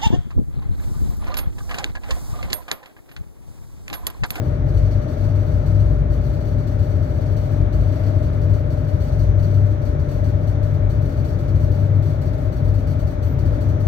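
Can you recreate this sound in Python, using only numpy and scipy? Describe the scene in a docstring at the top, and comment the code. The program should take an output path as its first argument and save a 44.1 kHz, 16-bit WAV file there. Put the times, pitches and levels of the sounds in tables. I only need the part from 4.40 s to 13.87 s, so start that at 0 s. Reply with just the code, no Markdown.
"""A diesel drones at a steady speed, heard from the deck of a boat under way on open water.
A low boom swells and fades in the roar of exhaust and hull, and a panel sings on two high multiples of
the engine cycle. Faint behind these, the propeller shaft rattles a loose metal fitting, an auxiliary
whines and two high squeaks pass. The left microphone of the pair faces the engine; the bass is
louder there but moves nearly alike on both sides, while the treble is scattered."""
import sys
import numpy as np
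from scipy import signal
from scipy.fft import irfft
from scipy.io import wavfile

SR = 44100
rng = np.random.default_rng(int(sys.argv[2]) if len(sys.argv) > 2 else 0)


def master_out(mix):
    """Clip the mix to full scale and print it as 16-bit PCM to the path in sys.argv[1]."""
    frames = np.transpose(np.atleast_2d(mix))
    ceiling = np.clip(frames, -1, 1)
    pcm = np.round(ceiling * 32767).astype(np.int16)
    wavfile.write(sys.argv[1], SR, pcm)


N = 417627

# balance of the microphone pair: (frequency [Hz], left minus right [dB])
BALANCE = [(30, 11.5), (70, 1), (100, 12.5), (140, 3), (205, 5.5), (320, 3), (450, 2.5), (610, 11.5),
           (800, 8.5), (1600, 1.2), (2700, -1.5), (4400, 5.5), (6500, -4.5), (9500, -0.3)]
# phase across the pair: (frequency [Hz], lead of the left microphone [rad])
LEFT_LEAD = [(30, -1.05), (80, -.4), (250, -.45), (320, .05), (560, .1), (590, -2.3), (625, -1.5),
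             (660, -.3), (800, .1), (870, 1), (960, 3), (1200, 2)]


def gain_of(db):
    """Decibels to amplitude."""
    return 10 ** (np.asarray(db) / 20)


def unit_rms(x):
    """Scales to rms 1."""
    return x / np.sqrt(np.mean(x ** 2) + 1e-20)


def at_hz(points, hz):
    """Reads a table on a logarithmic frequency axis."""
    f, value = np.transpose(points)
    return np.interp(np.log(hz + 1), np.log(f + 1), value)


def curve(rows):
    """Reads a time table, sample by sample."""
    s, value = np.transpose(rows)
    return np.interp(np.arange(N) / SR, s, value)


def wander(top_hz):
    """A slow random sway of rms 1, no faster than top_hz."""
    t = np.arange(N // 256 + 2) * 256 / SR
    hz = np.geomspace(top_hz / 20, top_hz, num=16)[:, None]
    slow = (np.sin(2 * np.pi * (hz * t + rng.random((16, 1)))) / np.sqrt(hz)).sum(0)
    return np.interp(np.arange(N) / SR, t, unit_rms(slow))


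def split(x, hz):
    """The parts below and above hz."""
    low = signal.sosfiltfilt(signal.butter(2, hz, fs=SR, output="sos"), x)
    return low, x - low


def tone(angle, hz, db, balance_db, scatter=0):
    """A sine at both microphones; scatter is an extra phase from the many paths of high tones."""
    left = np.sqrt(2) * gain_of(db)
    right = left / gain_of(balance_db)
    return np.array([left * np.cos(angle), right * np.cos(angle - at_hz(LEFT_LEAD, hz) - scatter)])


def auxiliary_whine():
    """An auxiliary's thin tone, off to the right, trembling in pitch."""
    # at the left microphone: (time [s], level [dB])
    level = [(0, -79), (.5, -70), (1.2, -74.5), (2.2, -75), (3.5, -76), (4.4, -81), (4.65, -69),
             (5.7, -70.5), (6.3, -74), (7.2, -72), (8.2, -79), (9, -72), (9.47, -69)]
    hz = 5931
    angle = 2 * np.pi * np.cumsum(hz + 5 * wander(11)) / SR
    return tone(angle, hz, curve(level) + .8 * wander(14), balance_db=-7, scatter=0.26)


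def squeaks():
    """Two brief, high swells of narrow noise."""
    # each squeak: (start [s], length [s], centre [Hz], width [Hz], level [dB])
    events = [(3.657, 0.19, 11200, 121, -71), (8.83, .13, 14200, 1200, -59)]
    out = np.zeros((2, N))
    for s, length, hz, width, db in events:
        t = np.arange(round(length * SR)) / SR
        fuzz = signal.lfilter(*signal.butter(2, width / SR), rng.standard_normal((2, len(t))))
        band = unit_rms(fuzz * np.cos(2 * np.pi * hz * t))
        at = round(s * SR)
        out[:, at:at + len(t)] += gain_of(db) * band * signal.windows.tukey(len(t), .4)
    return out


def sheet_ring():
    """One blow on the metal sheet at both microphones: a dense tail and some clear modes."""
    # colour of the tail: (frequency [Hz], gain [dB])
    tail_colour = [(1500, -15.5), (2700, -2), (3600, -2), (4200, 2.5), (4600, 3), (4800, -1.5),
                   (6000, -0.5), (7000, -6), (8000, -4.5), (9500, -7), (11000, -4), (13000, 0), (15800, -3)]
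    # decay of the tail: (frequency [Hz], t60 [s])
    tail_t60 = [(3000, 0.76), (8000, 0.3), (15000, 0.23)]
    # modes that stand out: (frequency [Hz])
    mode_hz = [2911, 2964, 3510, 3645, 4000, 4289, 4410, 4465, 4586, 4655, 5245, 5678, 6038, 7868, 8031,
               9020, 11000, 11800, 13766]
    # the same modes in order: (relative level [dB], t60 [s])
    modes = [(-22, .25), (-24.5, 0.29), (-17.5, 0.29), (-17, 0.29), (-14.5, .25), (-13.5, 0.29), (-14, .25),
             (-14, 0.3), (-15, 0.28), (-14, 0.29), (-23, 0.27), (-19, .2), (-21, 0.2), (-26, 0.2),
             (-27, .18), (-30, 0.15), (-28, .12), (-28, 0.12), (-26, .12)]
    t = np.arange(SR // 3) / SR
    hz, frame_s, tail = signal.stft(rng.standard_normal((2, len(t))), SR, nperseg=256)
    tail *= gain_of(at_hz(tail_colour, hz)[:, None] - 60 * frame_s / at_hz(tail_t60, hz)[:, None])
    tail[1] /= gain_of(at_hz(BALANCE, hz))[:, None]
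    out = signal.istft(tail, SR, nperseg=256)[1][:, :len(t)]
    phases = 2 * np.pi * rng.random((len(mode_hz), 2))
    for f, (db, t60), (start, scatter) in zip(mode_hz, modes, phases):
        beat = 1 + 0.8 * np.cos(2 * np.pi * 14 * t + start)  # close neighbours widen each mode
        out += beat * tone(2 * np.pi * f * t + start, f, db - 60 * t / t60, at_hz(BALANCE, f), scatter)
    return out * (1 - np.exp(-t / 0.0034))


def fitting_rattle(shaft_hz):
    """The shaft knocks a loose fitting on three spots of a sheet, between clear blows and pauses."""
    # the clearest blows: (time [s], strength [dB])
    clear_blows = [(0.0696, -55), (0.1406, -56), (0.28, -50), (0.366, -45.5), (0.5072, -47), (0.6135, -50),
                   (0.6756, -50), (0.837, -48), (0.9507, -49), (1.258, -46.5), (1.3433, -51), (1.3915, -48),
                   (1.696, -53), (1.8093, -53), (1.8911, -52), (1.9639, -54), (2.0014, -50), (2.176, -52),
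                   (2.268, -47), (2.387, -49), (2.5476, -52), (2.6214, -50.5), (2.8066, -49.5),
                   (2.8549, -50), (2.9614, -46), (3.0886, -54), (3.201, -58), (3.323, -46.5), (3.4316, -52),
                   (3.5159, -48), (3.6292, -49), (3.6604, -47), (3.8207, -48.5), (3.9232, -52),
                   (4.0113, -50), (4.0931, -52), (4.132, -48), (4.2507, -59), (4.2996, -49), (4.365, -52),
                   (4.4376, -55), (4.5281, -53), (4.5989, -49), (4.7187, -50), (4.787, -46.5),
                   (4.9873, -49.5), (5.022, -47), (5.1013, -52), (5.1362, -49.5), (5.257, -52),
                   (5.4146, -52.5), (5.449, -48), (5.5897, -51), (5.683, -48), (5.7114, -47.5),
                   (5.836, -47.5), (6.068, -48), (6.2256, -48.5), (6.4963, -47), (6.5455, -59),
                   (6.6139, -51), (6.65, -49.5), (6.689, -51), (6.765, -51), (6.8438, -46.5), (6.9853, -50),
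                   (7.0773, -50), (7.1477, -51), (7.1955, -50), (7.311, -50), (7.3874, -51), (7.5418, -56),
                   (7.6221, -49), (7.8123, -47.5), (7.9274, -51.5), (7.9768, -51.5), (8.1194, -49),
                   (8.161, -51), (8.2407, -52), (8.2761, -51.5), (8.3365, -50), (8.4682, -48),
                   (8.5886, -47.5), (8.6662, -49), (8.8223, -47), (8.985, -48.5), (9.0518, -49),
                   (9.2055, -47), (9.2845, -49.5), (9.3985, -50)]
    # the fitting floats free: (start [s], length [s])
    pauses = [(0.166, 0.078), (1.6, .09), (3.21, .11), (4.83, .15), (5.33, .08), (5.5, .08), (5.9, .07),
              (6.12, .1), (6.35, .14), (7.55, .07), (7.74, .07), (8.72, .1), (9.3, .09)]
    knock_chance, jitter_s, settle_s, chatter_per_s = .79, .005, .015, 35
    t = np.arange(N) / SR
    clear_s, clear_db = np.transpose(clear_blows)
    float_s = .02 + .003 * clear_s  # no knock lands this long before a clear blow
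    gaps = [(s - before, before + settle_s) for s, before in zip(clear_s, float_s)]
    touching = np.ones(N, bool)
    for s, length in pauses + gaps:
        touching[max(round(s * SR), 0):round((s + length) * SR)] = False
    turn_s = np.arange(.0242, N / SR - .02, 1 / shaft_hz)
    luck, weakness, lateness = rng.random((len(turn_s), 3)).T
    knock_s = turn_s + jitter_s * (2 * lateness - 1)
    lands = (luck < knock_chance) & touching[(knock_s * SR).astype(int)]
    knock_db = np.where(lands, -50.5 - 10 * weakness, -200)
    blow_s, blow_db = np.r_[knock_s, clear_s], np.r_[knock_db, clear_db]
    top_db = blow_db - 4.5 + 0.61 * blow_s  # the top treble grows slowly
    spots = rng.integers(3, size=len(blow_s))
    blows = np.zeros((2, 3, N))  # band, spot, sample
    blows[:, spots, (blow_s * SR).astype(int)] = gain_of([blow_db, top_db])
    chatter = rng.standard_normal((3, N)) * (rng.random((3, N)) < chatter_per_s / SR)
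    blows += touching * gain_of(-59 - 0.3 * t) * chatter  # weak touches, slowly fading
    out = np.zeros((2, N))
    for spot in range(3):
        for band, train in zip(split(sheet_ring(), hz=9500), blows[:, spot]):
            out += signal.oaconvolve(train[None], band, axes=1)[:, :N]
    return out


def exhaust_and_hull_roar():
    """Broad noise of exhaust and hull; above the bass it swells with the water along the hull."""
    # low rumble at the left microphone: (frequency [Hz], density [dB per Hz])
    lows = [(20, -63), (33, -51), (42, -43.5), (62, -40.5), (80, -38), (92, -33.5), (105, -37.5),
            (120, -46.5), (145, -39.5), (165, -51), (180, -51), (205, -58), (260, -52.5), (330, -57.5)]
    # the roar above it, before the swell: (frequency [Hz], density [dB per Hz])
    highs = [(450, -64.5), (490, -60.5), (550, -63.5), (578, -60.5), (612, -56.5), (645, -59.5),
             (670, -67.5), (800, -71), (1030, -75), (1350, -74), (1560, -79), (2300, -84.5), (2700, -94),
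             (3600, -90.5), (5000, -100), (8000, -113), (16000, -114)]
    # likeness of the two microphones: (frequency [Hz], coherence [0-1])
    coherence = [(20, .8), (35, .98), (160, .99), (200, .88), (270, .94), (500, .8), (700, .5), (900, .3),
                 (2500, .15)]
    # swell of the water: (time [s], gain [dB])
    swell = [(0, 0), (1, 0.6), (2, -0.9), (3, 0.7), (3.6, 2), (4.3, -0.1), (5.2, 0), (6.5, 0.6), (7.7, 0.5),
             (8.7, 0), (9.2, 2), (9.47, 0.5)]
    hz = np.fft.rfftfreq(N, 1 / SR)
    a, b, c, d = rng.standard_normal((len(hz), 4)).T
    left, unrelated = a + 1j * b, c + 1j * d
    alike = at_hz(coherence, hz)
    shared = alike * left * np.exp(-1j * at_hz(LEFT_LEAD, hz))
    right = (shared + np.sqrt(1 - alike ** 2) * unrelated) / gain_of(at_hz(BALANCE, hz))
    spectrum = np.array([left, right]) * gain_of(at_hz(lows + highs, hz))
    rumble, rush = split(irfft(spectrum * np.sqrt(N * SR / 4), N), hz=230)
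    return rumble + rush * gain_of(curve(swell))


def shaft_throb(shaft_hz):
    """The propeller shaft throbs once a turn."""
    angle = 2 * np.pi * shaft_hz * np.arange(N) / SR
    return tone(angle, shaft_hz, -44.5 + 1.5 * wander(2.1), balance_db=9)


def low_boom():
    """A narrow band of low rumble near 53 Hz, swelling and fading irregularly."""
    # the boom at the left microphone: (time [s], level [dB])
    level = [(0, -35), (.4, -14), (.7, -34), (1.2, -22), (1.6, -15.5), (2.2, -33), (3, -27.5),
             (3.43, -17.5), (3.6, -34), (3.9, -27), (4.5, -30), (4.8, -20.5), (5.05, -27.5), (5.6, -34),
             (6.3, -32.5), (6.5, -19.5), (6.7, -33), (7.23, -20.5), (7.7, -40), (8.2, -24), (8.57, -33),
             (9.3, -25), (9.47, -37)]
    hz = 53.14
    angle = 2 * np.pi * np.cumsum(hz + 2.034 * wander(6)) / SR  # a wandering sine imitates narrow noise
    return tone(angle, hz, curve(level) + 1.3 * wander(6.2), at_hz(BALANCE, hz))


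def diesel_drone():
    """Tones at whole multiples (orders) of the engine cycle; two waver widely in level."""
    # engine speed: (time [s], four-stroke cycle rate [Hz])
    speed = [(0, 14.131), (2.25, 14.141), (3.75, 14.142), (4.25, 14.124), (5.75, 14.127), (7.25, 14.141),
             (8.25, 14.126), (9.5, 14.129)]
    # strong tones: (order, left level [dB], left minus right [dB])
    strong_orders = [(3, -35, 7), (6, -31, 5), (7, -20, 7), (8, -31, 6), (9, -30, 4), (12, -44, 4),
                     (14, -45, 12), (15, -49, 7), (16, -48, 3), (21, -49, 3), (22, -50, 2), (26, -50, 5),
                     (27, -52, 8), (28, -55, 5), (29, -53, 2), (30, -51, 5), (31, -56, 1), (38, -53, 13),
                     (39, -55, 7), (40, -47, 12), (42, -33, 14), (44, -39, 20), (46, -55, 6), (49, -62, 7),
                     (52, -61, 7), (53, -62, 6), (54, -56, 20), (55, -62, 10), (56, -59, 10), (57, -57, 18),
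                     (64, -63, 13), (65, -63, 8), (68, -60, 8), (71, -63, 11), (74, -60, 6), (78, -66, 7),
                     (82, -66, 3), (84, -68, -6), (88, -62, 9), (92, -66, 12), (94, -64, 16), (96, -62, 13),
                     (98, -66, 10), (102, -63, 16), (103, -66, 8), (106, -65, -4), (110, -68, 6),
                     (114, -73, -7), (115, -67, 2), (117, -77, -10), (122, -66, 5), (123, -67, 1),
                     (125, -66, 5), (128, -66, 4), (132, -70, -3)]
    # the faint tones at other orders sit up to 9 dB under this line: (frequency [Hz], level [dB])
    faint_line = [(200, -54.5), (700, -64.5), (1100, -67.5), (1800, -77.5), (2300, -83), (3000, -91.5)]
    # loudness of the steady firing tone beating with the rumble around it: (time [s], gain [dB])
    beating_with_rumble = [(0, -9), (.2, 4), (.33, -1), (.5, 7.5), (.7, -7), (.95, 7), (1.1, -3),
                           (1.42, 7.5), (1.95, -13), (2.15, -2.5), (2.75, -1.5), (3.15, -0.5), (3.85, 2),
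                           (4.7, -0.5), (5.24, 7.5), (5.52, -12.5), (5.9, 3), (6.58, 5), (6.83, -2.5),
                           (7.55, 7.5), (8.06, -11), (8.28, 6), (8.58, -6), (9.35, 2), (9.47, 6.5)]
    # swell and fade of the panel's upper tone: (time [s], gain [dB])
    panel_sway = [(0, 0.5), (2, -1), (2.2, -5), (3.74, 6.5), (4.19, -4), (4.35, 4.5), (4.96, 3.5), (5.3, 1),
                  (6.7, -3), (7.23, 0.5), (8.12, 1.5), (8.41, -7), (8.65, 3.5), (8.83, -8), (9.47, 4)]
    firing_order, panel_orders = 7, (42, 44)
    cycle_angle = 2 * np.pi * np.cumsum(curve(speed)) / SR
    strong = {order: (db, balance_db) for order, db, balance_db in strong_orders}
    sways = [wander(1.7) for _ in range(8)]
    out = np.zeros((2, N))
    for order, (start, path, weakness, side) in enumerate(rng.random((200, 4)), start=1):
        hz = order * speed[0][1]
        faint = at_hz(faint_line, hz) - 9 * weakness, at_hz(BALANCE, hz) + 12 * (side - .5)
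        db, balance_db = strong.get(order, faint)
        db = db + (.6 if order in strong else 1.5) * sways[order % 8]
        if order in panel_orders:
            start = -order * .432  # the two beat twice a cycle, loudest at this share of it
        if order == firing_order:
            db = db + curve(beating_with_rumble) + 0.61 * wander(7)
        if order == panel_orders[1]:
            db = db + curve(panel_sway) + 1.1 * wander(8)
        if np.max(db) > -90:
            scatter = 2 * np.pi * path * (hz > 1200)
            out += tone(order * cycle_angle + 2 * np.pi * start, hz, db, balance_db, scatter)
    return out


def scene():
    """All sources as they reach the microphone pair on deck."""
    shaft_hz = 25.81
    drone = diesel_drone() + low_boom() + shaft_throb(shaft_hz) + exhaust_and_hull_roar()
    return drone + auxiliary_whine() + fitting_rattle(shaft_hz) + squeaks()


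def record(dry):
    """A steep cut of the highest treble; mirrored margins keep both ends smooth."""
    taps = signal.firwin(1023, cutoff=15870, window=("kaiser", 9), fs=SR)
    padded = np.pad(dry, ((0, 0), (511, 511)), "reflect", reflect_type="odd")
    return signal.oaconvolve(padded, taps[None], "valid")


dry = scene()
out = record(dry)
master_out(out)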